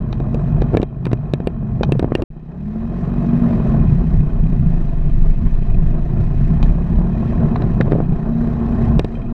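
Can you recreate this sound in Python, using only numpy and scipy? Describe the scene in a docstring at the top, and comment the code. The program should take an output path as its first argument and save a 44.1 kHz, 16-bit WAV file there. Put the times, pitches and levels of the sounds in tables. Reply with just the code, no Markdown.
"""On a stony dirt track, an off-road vehicle is heard from a hard case mounted on it.
Engine pulses make the exhaust and a panel boom, the crank shakes the frame and filtered noise is the valve clatter.
The tyres rumble and crunch on gravel; bumps and flying stones set off fading rings: knocks, clacks and clangs.
After a short silent break the engine revs up, drops to a throb down a slope, and pulls on towards a ford."""
import sys
import numpy as np
from scipy import signal
from scipy.fft import rfft, irfft, next_fast_len
from scipy.io import wavfile
from scipy.ndimage import uniform_filter1d, minimum_filter1d, map_coordinates

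SR = 44100
rng = np.random.default_rng(int(sys.argv[2]) if len(sys.argv) > 2 else 0)


def pcm_store(signal):
    """Save signal as 16-bit PCM."""
    levels = np.round(np.clip(np.atleast_2d(signal), -1, 1) * 32767)
    wavfile.write(sys.argv[1], SR, levels.astype(np.int16).T)


N = 411453
BREAK_START_S, BREAK_END_S = 2.238, 2.304
USUAL_DB, USUAL_SHAKE_DB = -33.5, -24.5  # reference running level and frame shake


def amp(db):
    """Turn decibels into a plain multiplier."""
    return 10 ** (np.asarray(db) / 20)


def unit(x):
    """Scale x to an average strength (rms) of 1."""
    return x / np.sqrt(np.mean(x ** 2) + 1e-20)


def curves(rows):
    """One value per sample for each column after the time."""
    times, *columns = np.transpose(rows)
    return [np.interp(np.arange(N) / SR, times, column) for column in columns]


def wobble(rate):
    """A smooth random curve with `rate` random points a second."""
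    points = rng.standard_normal(int(N * rate / SR) + 4)
    return map_coordinates(points, [np.arange(N) * rate / SR])


def filtered(x, response):
    """Multiply the spectrum of x by a response to frequency."""
    size = next_fast_len(N + SR // 2)
    spectrum = rfft(x, size) * response(np.fft.rfftfreq(size, 1 / SR))
    return irfft(spectrum, size)[:N]


def coloured(x, points):
    """Shape the tone of x by (frequency [Hz], level [dB]) points, at rms 1."""
    hz, db = np.transpose(points)
    return unit(filtered(x, lambda f: amp(np.interp(np.log(f + 1), np.log(hz), db))))


def resonate(x, modes):
    """Pass x through resonances (frequency [Hz], width [Hz], level [dB]), at rms 1."""
    def response(f):
        total = 0
        for k, (centre, width, db) in enumerate(modes):
            peak = 1j * f * width / (centre * centre - f * f + 1j * f * width)
            total = total + (-1) ** k * amp(db) * peak
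        return total
    return unit(filtered(x, response))


def steady(x, span):
    """Even out the slow swells of x, averaging over `span` seconds, to rms 1."""
    power = uniform_filter1d(x * x, max(int(span * SR), 2))
    return x / np.sqrt(np.abs(power) + 1e-6)


def patchy(x, depth_db):
    """Each band of x flutters on its own, at rms 1."""
    bands = signal.stft(x, nperseg=256)[2]
    field = uniform_filter1d(rng.standard_normal(bands.shape), size=3, axis=0)
    field = unit(uniform_filter1d(field, size=7, axis=1))
    return unit(signal.istft(bands * amp(depth_db * field), nperseg=256)[1][:N])


def stones(rate, spread_db):
    """Random tiny impacts, `rate` a second, of widely varying size, at rms 1."""
    hits = rng.random(N) < rate / SR
    return unit(hits * rng.standard_normal(N) * amp(spread_db * rng.standard_normal(N)))


def ring(modes, t, chance, vary_db, detune, attack):
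    """Fading tones of a struck part; each blow differs in strengths and pitches, and `attack` softens its start."""
    hz, db, t60 = np.transpose(modes)[:, :, None]
    size, shift = chance[:, :len(modes), None]
    level = amp(db + vary_db * size - 60 * t / t60)
    partials = level * np.sin(2 * np.pi * hz * (1 + detune * shift) * t)
    return partials.sum(axis=0) * (1 - np.exp(-(t / attack) ** 2))


def push(t, contact_s):
    """The force of one contact: a short push and a softer recoil."""
    u = t / contact_s
    return u ** 3 * (1 - u / 4) * np.exp(-u)


# the engine's speed: (time [s], crank speed [turns/s])
ENGINE_SPEED = [(0, 45.6), (.3, 44.6), (.6, 50), (1.7, 47.6), (2.24, 42.3), (2.32, 29.8), (2.6, 36.3),
                (2.85, 43.8), (3.2, 47.4), (3.55, 43.8), (3.8, 39.8), (4.1, 31), (4.55, 30.3), (4.9, 24.3),
                (5.9, 25), (6.55, 31.9), (7, 35.3), (7.33, 40.9), (7.85, 23.4), (8.35, 33.3), (8.85, 30.9),
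                (9.33, 27.4)]


def crank_turns():
    """Adding up the engine speed gives the crank turns made so far."""
    return np.cumsum(curves(ENGINE_SPEED)[0]) / SR


# level of the running sound, heard in the clatter; it dips briefly near 0.9 s and 9.1 s and starts low after
# the break: # (time [s], level [dB])
RUNNING = [(0, -35), (.78, -30), (.88, -42.5), (1.1, -37), (1.6, -38), (2.23, -34), (2.3, -49.5),
           (3, -31.5), (3.6, -27.5), (4.2, -35), (5.2, -38.5), (6, -36), (7, -33), (7.35, -27.5),
           (8.08, -33.5), (8.92, -27), (9.06, -38), (9.33, -34.5)]


def extra_running():
    """How far the running sound is above its reference level, in dB."""
    return curves(RUNNING)[0] - USUAL_DB


# the ride: (time [s], rumble level, which also dips near 0.9 s and 9.1 s and starts low after the break [dB], #
# roughness of the ride [0-1])
RIDE = [(0, -23.5, 0.6), (.8, -29, 0.7), (.92, -32.5, 0.5), (1.55, -26.5, 0.9), (1.75, -20.5, 0.6),
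        (2.22, -36, .85), (2.33, -53, 0.3), (2.58, -33.5, 0), (3.4, -23.5, 0.4), (3.85, -16, 0.5),
        (4.3, -27.5, 0.6), (5.2, -24.5, 0.4), (6.1, -25, 0.5), (6.85, -20.5, .22), (7.7, -17.5, 0.9),
        (8.2, -30.5, .45), (8.7, -18.5, 0.3), (8.97, -17.5, 0.6), (9.1, -34, 0.8), (9.33, -23.5, 0.6)]


def rumble_and_roughness():
    """The level of the rumble and the roughness of the ride over time."""
    return curves(RIDE)


# wheels dropping into ruts: (time at the deepest [s], half-length [s], swell [dB])
JOLTS = [(0.601, 0.18, 9.5), (3.899, 0.22, 4.5), (4.168, 0.22, 9), (4.462, 0.15, 10), (4.623, 0.18, 7.5),
         (5.141, 0.24, 4), (5.444, 0.095, 9), (5.784, 0.36, 5.5), (6.186, 0.15, 6), (6.48, 0.27, 5),
         (6.66, 0.19, 4.5), (6.97, 0.12, 5.5), (7.451, 0.054, 4.5), (8.124, 0.048, 8.5), (8.933, 0.14, 5.5)]


def jolt_swell():
    """Each drop into a rut makes the level swell and settle smoothly, in dB."""
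    t = np.arange(N) / SR
    swell = np.zeros(N)
    for s, half_length, db in JOLTS:
        swell += db * np.maximum(1 - ((t - s) / half_length) ** 2, 0) ** 4
    return swell


# the frame's shaking before the jolts are added: (time [s], level [dB])
FRAME = [(0, -27), (.5, -22.5), (1, -32.5), (2.2, -25.5), (2.55, -38.5), (2.8, -29), (3.5, -24), (4.8, -17),
         (5.05, -10.5), (5.7, -14), (6.1, -18), (6.9, -18.5), (7.25, -23), (8.2, -22.5), (8.7, -26),
         (9.33, -21)]
JOLT_SHAKE = 0.67  # dB of frame shake per dB of jolt


def frame_shake_level():
    """The frame shakes more in each jolt."""
    return curves(FRAME)[0] + JOLT_SHAKE * jolt_swell()


# the crank's shaking tones: (multiple of crank speed [ratio], relative level [dB])
SHAKE = [(.5, -11.5), (1, -2.5), (1.5, -20.5), (3, -19), (4, -22.5)]
# the body on its springs: (frequency [Hz], width [Hz], relative level [dB])
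SWAY = [(25.6, 13.1, 1), (45, 16.75, -1.5)]


def frame_shake(turns, shake_db):
    """The crank shakes the frame at multiples of its speed; a rough ride sways the body on its springs."""
    tones = 0
    for multiple, db in SHAKE:
        tone = np.sin(2 * np.pi * (multiple * turns + rng.random()))
        tones = tones + amp(db + 2.4 * wobble(11)) * tone
    sway = steady(resonate(rng.standard_normal(N), SWAY), span=0.09)
    sway_share = np.clip(rumble_and_roughness()[1], 0, 1) ** 3
    shake = np.sqrt(1 - sway_share) * unit(tones) + np.sqrt(sway_share) * sway
    return amp(shake_db + 1.4 * wobble(14)) * shake


def firings(turns, jitter, scatter_db, uneven_db):
    """One pulse per crank turn, alternately strong and weak, none quite alike."""
    k = np.arange(1, int(turns[-1]))
    chance = rng.standard_normal((len(k), 2))
    at = np.interp(k + jitter * chance[:, 0], turns, np.arange(N)).astype(int)
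    strength = amp(scatter_db * chance[:, 1] + uneven_db * (-1) ** k)
    return unit(np.bincount(at, strength, N))


def firing_drive(turns):
    """Firing pulses mixed with ragged puffs of noise, which take over when the ride is rough."""
    pulses = firings(turns, jitter=0.012, scatter_db=2.2, uneven_db=1.2)
    puffs = unit(rng.standard_normal(N) * amp(6 * np.cos(2 * np.pi * turns)))
    ragged = np.clip(1.05 * np.clip(rumble_and_roughness()[1], 0, 1), .2, .8)
    return (1 - ragged) * pulses + ragged * puffs


# the exhaust's drone before the jolts are added: (time [s], resonance [Hz], level [dB])
DRONE = [(0, 118.2, -20.5), (.6, 135.7, -20), (.9, 133, -27.5), (1.1, 128.3, -21.5), (1.5, 127.4, -30),
         (1.9, 137, -18.5), (2.22, 131.3, -31), (2.33, 157, -37.5), (2.75, 155.8, -29.5),
         (3.1, 163.2, -20.5), (3.75, 163.4, -18.5), (4.15, 153.3, -25.5), (4.8, 151.7, -23),
         (5.4, 150, -29.5), (6.1, 145, -24), (6.6, 157.5, -22), (7.2, 170.7, -22.5), (7.5, 152, -22),
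         (7.8, 135.2, -19), (8.25, 164.6, -21.5), (8.75, 145, -26), (8.95, 132.5, -24.5),
         (9.08, 139, -32.5), (9.33, 133.2, -26)]
DRONE_WIDTH_HZ = 24
JOLT_DRONE = 0.85  # dB of drone per dB of jolt


def exhaust_drone(drive):
    """The firings ring a sliding exhaust resonance, blended from fixed neighbours."""
    centre_hz, level_db = curves(DRONE)
    bank, step = np.linspace(110, 185, 6, retstep=True)
    blend = np.zeros(N)
    for hz in bank:
        share = np.maximum(1 - np.abs(centre_hz - hz) / step, 0)
        blend += share * resonate(drive, [(hz, DRONE_WIDTH_HZ, 0)])
    skirt = [(50, -10.0), (120, 0.5), (190, 2.0), (300, -16.0), (600, -43.0)]
    drone = steady(coloured(blend, skirt), span=0.076)
    return amp(level_db + JOLT_DRONE * jolt_swell() + 1.8 * wobble(10)) * drone


# the panel's resonance: (frequency [Hz], width [Hz], relative level [dB])
PANEL = [(231.4, 22.6, 0)]
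PANEL_DB, PANEL_PER_RUNNING = -27.5, 1.07  # level at the reference; dB per dB of running level


def panel_boom(drive):
    """The firings ring a body panel, whose boom follows the running level."""
    skirt = [(110, -9.0), (200, 9.5), (250, -5.5), (320, -7.5), (700, -44.0)]
    boom = steady(coloured(resonate(drive, PANEL), skirt), span=0.092)
    return amp(PANEL_DB + PANEL_PER_RUNNING * extra_running() + 1.8 * wobble(10)) * boom


# the tone of the clatter: (frequency [Hz], relative level [dB])
CLATTER = [(150, -22.5), (260, -1), (350, 7), (430, 1), (520, -5.5), (620, 1.5), (710, 2), (755, -5.5),
           (830, -5), (1080, -9), (1400, -14.5), (1850, -20), (2200, -38), (9000, -96)]
# covers that the clatter rings: (frequency [Hz], width [Hz], relative level [dB])
COVERS = [(348, 200, -5.5), (653, 7.2, -5), (676, 3.4, 0.5), (930, 18, -7.5), (1054, 51, -1)]


def valve_clatter(turns, drive):
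    """Noise and taps swell once a crank turn, joined by the firings, and ring the covers."""
    beat = amp(1 * np.cos(2 * np.pi * turns) + 1.7 * wobble(30))
    # the valve gear repeats its pattern of taps every two turns
    pattern = rng.standard_normal(size=400)
    valves = unit(map_coordinates(pattern, [(turns / 2 % 1) * 400], mode="wrap"))
    taps = rng.standard_normal(N) + 0.26 * stones(rate=210, spread_db=2.5) + 0.32 * valves
    clatter = coloured(beat * taps + 0.54 * drive, CLATTER)
    clatter = patchy(clatter + 0.4 * resonate(clatter, COVERS), depth_db=1.5)
    return amp(curves(RUNNING)[0]) * clatter


def engine(turns, shake_db):
    """The crank shakes the frame; the firings drive exhaust, panel and part of the clatter."""
    drive = firing_drive(turns)
    low = frame_shake(turns, shake_db) + exhaust_drone(drive) + panel_boom(drive)
    return low + valve_clatter(turns, drive)


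# the tone of the rumble from ruts: (frequency [Hz], relative level [dB])
RUMBLE = [(10, -15.5), (22, -11), (50, -2), (100, -5.5), (150, -1.5), (240, -13), (400, -55.5), (900, -100)]


def chassis_rumble(turns):
    """Ruts rumble as low noise; when the ride is smooth a buzz at twice the crank speed replaces them."""
    rumble_db, rough = rumble_and_roughness()
    ruts = steady(coloured(rng.standard_normal(N), RUMBLE), span=0.17)
    buzz = unit(amp(0.99 * wobble(21)) * np.sin(2 * np.pi * 2 * turns))
    smooth = np.clip(1 - 2.1 * rough, 0, 1)
    rutted = 1.08 * np.sqrt(1 - smooth) * amp(0.46 * wobble(7.4)) * ruts
    return amp(rumble_db + jolt_swell()) * (np.sqrt(smooth) * buzz + rutted)


# the tone of the gravel: (frequency [Hz], relative level [dB])
GRAVEL = [(600, -24.5), (1800, 11.5), (3000, -7), (4000, -4.5), (4500, -9.5), (6000, -11.5), (7000, -18.5),
          (8100, -16.5), (9000, -26), (15500, -44.5)]
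# the case colours the hiss: (frequency [Hz], width [Hz], relative level [dB])
CASE = [(2518, 80, -1.5), (3140, 230, -12.5), (3900, 82, -11.5)]
PACKED_DB, LOOSE_DB, BANK_DB = -57.5, -53, -55  # reference gravel: packed track, loose slope, river bank
BANK_FROM_S = 6.7
GRAVEL_PER_RUNNING, GRAVEL_PER_SHAKE = 0.74, 0.21  # dB per dB


def gravel_crunch(turns):
    """Grit hisses and ticks under the tyres, louder on loose ground and with running level and frame shake."""
    surface_db, = curves([(BREAK_START_S, PACKED_DB), (BREAK_END_S, LOOSE_DB)])
    surface_db[np.arange(N) / SR >= BANK_FROM_S] = BANK_DB
    extra_shake = curves(FRAME)[0] - USUAL_SHAKE_DB  # jolts left out
    gravel_db = surface_db + GRAVEL_PER_RUNNING * extra_running() + GRAVEL_PER_SHAKE * extra_shake
    beat = amp(2 * np.cos(2 * np.pi * turns) + 1.5 * wobble(13))
    grit = (rng.standard_normal(N) + 0.47 * stones(rate=500, spread_db=2.5)) * beat
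    # shuffling the grit's samples makes a separate hiss for the case
    case_hiss = amp(0.8 * wobble(30)) * resonate(rng.permutation(grit), CASE)
    return amp(gravel_db) * patchy(coloured(grit, GRAVEL) + 0.47 * case_hiss, depth_db=1.5)


# a loose fitting's ring: (frequency [Hz], relative level [dB], time to fade 60 dB [s])
FITTING = [(1890, -1.5, 0.032), (2466, 7.5, 0.04), (3150, -6.5, 0.095), (3980, -9.5, 0.033)]
# shakes that make the fitting jump: (time [s], level [dB])
JINGLES = [(5.743, -47), (9.152, -45), (9.217, -45.5)]
RATTLE_DB, RATTLE_PER_RUNNING, RATTLE_PER_SHAKE = -89.5, 0.38, 0.43  # blows at the reference; dB per dB


def rattle(turns, shake_db):
    """Firings ring a loose fitting, louder with running level and frame shake; now and then it jumps."""
    out, t = np.zeros(N + SR), np.arange(SR // 10) / SR
    level_db = RATTLE_DB + RATTLE_PER_RUNNING * extra_running()
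    level_db = level_db + RATTLE_PER_SHAKE * (shake_db - USUAL_SHAKE_DB)
    blows = amp(level_db) * firings(turns, jitter=0.074, scatter_db=2.8, uneven_db=1.5)
    for s, db in JINGLES:
        blows[round(s * SR)] = amp(db)
    for at in np.flatnonzero(blows):
        chance = rng.standard_normal((2, len(FITTING)))
        jingle = ring(FITTING, t, chance, vary_db=2.5, detune=0.008, attack=0.0014)
        out[at:][:len(t)] += blows[at] * jingle
    return out[:N]


# blows that ring one part of the metalwork: (time [s], level [dB], frequency [Hz])
PINGS = [(0.127, -23, 3980), (2.2219, -13.5, 369), (7.562, -22.5, 3980), (7.622, -25.5, 3948),
         (7.8083, -14, 1690), (7.8103, -17, 2030)]
PING_CYCLES = 28  # cycles in which a ring fades by 60 dB


def pings():
    """A blow sets one part of the metalwork ringing for a moment; low notes last longer."""
    out, t = np.zeros(N + SR), np.arange(SR // 8) / SR
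    for s, db, hz in PINGS:
        level = amp(db - 60 * t * hz / PING_CYCLES) * (1 - np.exp(-t / 0.00089))
        out[round(s * SR):][:len(t)] += level * np.sin(2 * np.pi * hz * t)
    return out[:N]


# the tone of a scrape: (frequency [Hz], relative level [dB])
SCRAPE = [(300, 4.5), (900, 14), (1700, 5.5), (2300, -1), (4100, -24.5), (4600, -19.5), (7000, -37),
          (14000, -51.5)]


def friction_noise():
    """Rubbing surfaces make a rough noise."""
    return coloured(rng.standard_normal(N), SCRAPE)


# hard bumps: (time [s], clack, thud and scrape levels before each part's own gain [dB])
KNOCKS = [(0.128, -38, -34, -24), (0.2017, -44, -21.5, -31), (0.345, -37.5, -24, -33),
          (.62, -46, -15.5, -21), (0.733, -46, -21, -27), (0.741, -48.5, -14.5, -25.5),
          (0.7707, -22, -11.5, -26), (0.7988, -56, -15, -40), (0.8172, -36, -31, -30.5),
          (0.8295, -30, -16, -31), (1.054, -30.5, -36, -24), (1.0668, -37.5, -20.5, -20.5),
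          (1.1151, -41, -24.5, -22), (1.1311, -29.5, -16.5, -24), (1.3364, -23.5, -16.5, -36),
          (1.402, -48.5, -22.5, -30), (1.472, -25.5, -15.5, -36.5), (1.8096, -52.5, -15, -32),
          (1.8314, -33.5, -24, -13.5), (1.9212, -22.5, -15.5, -37.5), (1.9946, -28.5, -16, -20),
          (2.027, -42, -14, -27), (2.1518, -19.5, -15, -33), (2.221, -30.5, -20.5, -30),
          (7.558, -55, -36, -14.5), (7.6189, -42.5, -26, -17), (7.8041, -54.5, -11.5, -32),
          (7.8099, -36.5, -21.5, -11), (7.8796, -50.5, -21.5, -41), (7.913, -47, -24.5, -25),
          (7.92, -36, -12, -17), (7.952, -59.5, -16.5, -38), (8.122, -48, -27.5, -39),
          (8.994, -20, -14.5, -27.5), (9.0458, -31, -19.5, -42.5)]
# the mount's dull ring: (frequency [Hz], relative level [dB], time to fade 60 dB [s])
THUD = [(338, 2, 0.028), (405, 3.5, 0.027), (510, 3, .02), (656, -6, 0.032), (808, -12, 0.025),
        (946, -14, 0.015)]
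# the case's hard ring: (frequency [Hz], relative level [dB], time to fade 60 dB [s])
CLACK = [(1783, 3.5, 0.022), (2160, -7, 0.035), (2460, 4.5, 0.02), (2700, 5, 0.021), (3140, -5, 0.025),
         (3770, 5.5, 0.0097), (3905, -3, 0.009), (4520, -3.5, 0.011), (5700, -9.5, 0.013),
         (6700, -26, 0.0084), (7950, -16, 0.013), (10500, -17, 0.0022), (13300, -25.5, .002)]
CRACK_HZ = (2200, 7800)  # band of the dry crack before the case rings


def knocks():
    """At each bump the loose mount thuds and the case cracks, rings and scrapes; harder clacks push shorter."""
    out, t = np.zeros(N + SR), np.arange(SR // 8) / SR
    friction = friction_noise()
    crack_filter = signal.butter(2, CRACK_HZ, "bandpass", fs=SR)
    for s, clack_db, thud_db, scrape_db in KNOCKS + chatter():
        at = round(s * SR)
        chance = rng.standard_normal((2, 2, len(CLACK) + len(THUD)))
        contact_s = 0.00033 * amp(-0.09 * clack_db)
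        dull_ring = ring(THUD, t, chance[0], vary_db=5.0, detune=0.054, attack=0.0025)
        thud = amp(thud_db + 17.0) * push(t, contact_s) + amp(thud_db + 2.5) * dull_ring
        clack = ring(CLACK, t, chance[1], vary_db=3.2, detune=0.016, attack=0.00028)
        crack_noise = signal.lfilter(*crack_filter, rng.standard_normal(len(t)))
        crack = amp(1.5 - 60 * t / 0.0049) * crack_noise
        scrape_level = amp(scrape_db - 60 * t / 0.022) * (1 - np.exp(-t / 0.0011))
        scrape = scrape_level * np.roll(friction, -at)[:len(t)]
        out[at:][:len(t)] += thud + amp(clack_db - 5.0) * (clack + crack) + scrape
    return out[:N]


# stones striking the underside: (time [s], level [dB])
STRIKES = [(.128, -33), (.619, -32.5), (1.833, -19), (6.6282, -26.5), (7.8099, -30.5)]
# the underside's ring: (frequency [Hz], relative level [dB], time to fade 60 dB [s])
PLATE = [(682, 6, 0.026), (820, 3.5, 0.045), (1020, -7.5, 0.041), (2484, -1.5, 0.025), (3180, -5, 0.026),
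         (3710, 2, 0.011), (3930, -4.5, .02), (4320, -8.5, 0.018), (5850, -10.5, 0.011), (6600, -17, .011)]
SKIP_S, SKIP_LOSS_DB = .014, 17  # the second contact: delay and loss


def strikes():
    """A stone hits the underside, which clangs, and skips once more softly."""
    out, t = np.zeros(N + SR), np.arange(SR // 8) / SR
    for s, db in STRIKES:
        for delay, loss_db in [(0, 0), (SKIP_S, SKIP_LOSS_DB)]:
            chance = rng.standard_normal((2, len(PLATE)))
            clang = ring(PLATE, t, chance, vary_db=1.0, detune=0.0085, attack=0.00035)
            out[round((s + delay) * SR):][:len(t)] += amp(db - loss_db) * clang
    return out[:N]


# the mount falls back on its padded stop: (time [s], relative level [dB])
REBOUNDS = [(.749, 4), (2.0445, -1.5), (2.1205, -1.5), (7.9317, -2.5), (8.003, -3.5)]


def rebounds():
    """The padded stop takes the blow the other way: one dry, dull knock with a little scuff."""
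    out, t = np.zeros(N + SR), np.arange(SR // 8) / SR
    friction = friction_noise()
    for s, db in REBOUNDS:
        at = round(s * SR)
        scuff_level = amp(-21.5 - 60 * t / 0.018) * (1 - np.exp(-(t / 0.001) ** 2))
        scuff = scuff_level * friction[at:][:len(t)]
        out[at:][:len(t)] += amp(db) * (scuff - 1.7 * push(t, 0.00037))
    return out[:N]


# spells of humming, each a list of rows: (time [s], frequency [Hz], level [dB])
HUM = [
    [(1.6, 218.4, -26), (2.2, 205.3, -35.5)],
    [(2.46, 150.3, -37), (2.64, 202.2, -28.5), (2.85, 230, -27.5), (3.1, 242.4, -30), (3.55, 232.4, -18.5),
     (3.8, 218.4, -19)],
    [(7.18, 224.7, -23), (7.28, 236.2, -20.5), (7.45, 225.4, -29)],
    [(8.25, 231, -24.5), (8.55, 234, -21.5), (8.9, 231, -18.5), (9.1, 230.2, -35.5), (9.3, 232, -21)],
]
HUM_FADE_S = 0.072


def hum():
    """The drive line sings unsteadily in the panel, fading in and out of each spell."""
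    t, out = np.arange(N) / SR, np.zeros(N)
    flutter = amp(2 * wobble(12) + 1.8 * wobble(70))
    drift_hz = 1.8 * wobble(16)
    for spell in HUM:
        hz, db = curves(spell)
        outside_s = np.maximum(spell[0][0] - t, t - spell[-1][0])
        fade = np.clip(1 - outside_s / HUM_FADE_S, 0, 1)
        tone = unit(flutter * np.sin(2 * np.pi * np.cumsum(hz + drift_hz) / SR))
        out += amp(db) * fade * tone
    return out


# short moments with one or a few light knocks of the mount:
# (start [s], end [s], thud level before gain [dB])
CHATTER = [(1.891, 1.9, -19), (1.953, 1.965, -21.5), (2.077, 2.11, -28), (2.185, 2.2, -22),
           (7.844, 7.87, -28), (7.959, 8.0, -17.5), (9.09, 9.23, -34)]
CHATTER_GAP_S, CHATTER_SPREAD_DB = 0.02, 0.5  # mean time between light knocks; scatter of their strength
CHATTER_CLACK_DB, CHATTER_SCRAPE_DB = -63.5, -37  # as in the rows of the hard bumps


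def chatter():
    """One or a few light, unevenly spaced knocks in each short moment, as rows like those of the hard bumps."""
    rows = []
    for start, end, thud_db in CHATTER:
        gaps = CHATTER_GAP_S * (.5 + rng.random(size=32))
        sizes = CHATTER_SPREAD_DB * rng.standard_normal(size=32)
        times = start + np.cumsum(gaps) - gaps[0]
        for s, db in zip(times, sizes):
            if s < end:
                rows.append((s, CHATTER_CLACK_DB + db, thud_db + db, CHATTER_SCRAPE_DB + db))
    return rows


def scene():
    """Add up the engine, the tyres, the rattle, the knocks and the stones."""
    turns = crank_turns()
    shake_db = frame_shake_level()
    running = engine(turns, shake_db) + chassis_rumble(turns) + gravel_crunch(turns) + hum()
    blows = rattle(turns, shake_db) + pings() + knocks() + strikes() + rebounds()
    return (running + blows)[None]


TOP_HZ = 15750  # nothing is heard above this


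def record(dry):
    """A fast limiter tames the peaks, the sound breaks off briefly, and the top treble is cut."""
    t = np.arange(N) / SR
    needed = np.minimum(1, .97 / (np.abs(dry[0]) + 1e-9))
    gain = uniform_filter1d(minimum_filter1d(needed, size=129), size=129)
    before = (t > .004) & (t < BREAK_START_S)
    after = (t > BREAK_END_S) & (t < t[-1] - .004)
    fade = uniform_filter1d(1.0 * (before | after), size=160)
    return filtered(dry[0] * gain * fade, lambda hz: hz < TOP_HZ)[None]


dry = scene()
out = record(dry)
pcm_store(out)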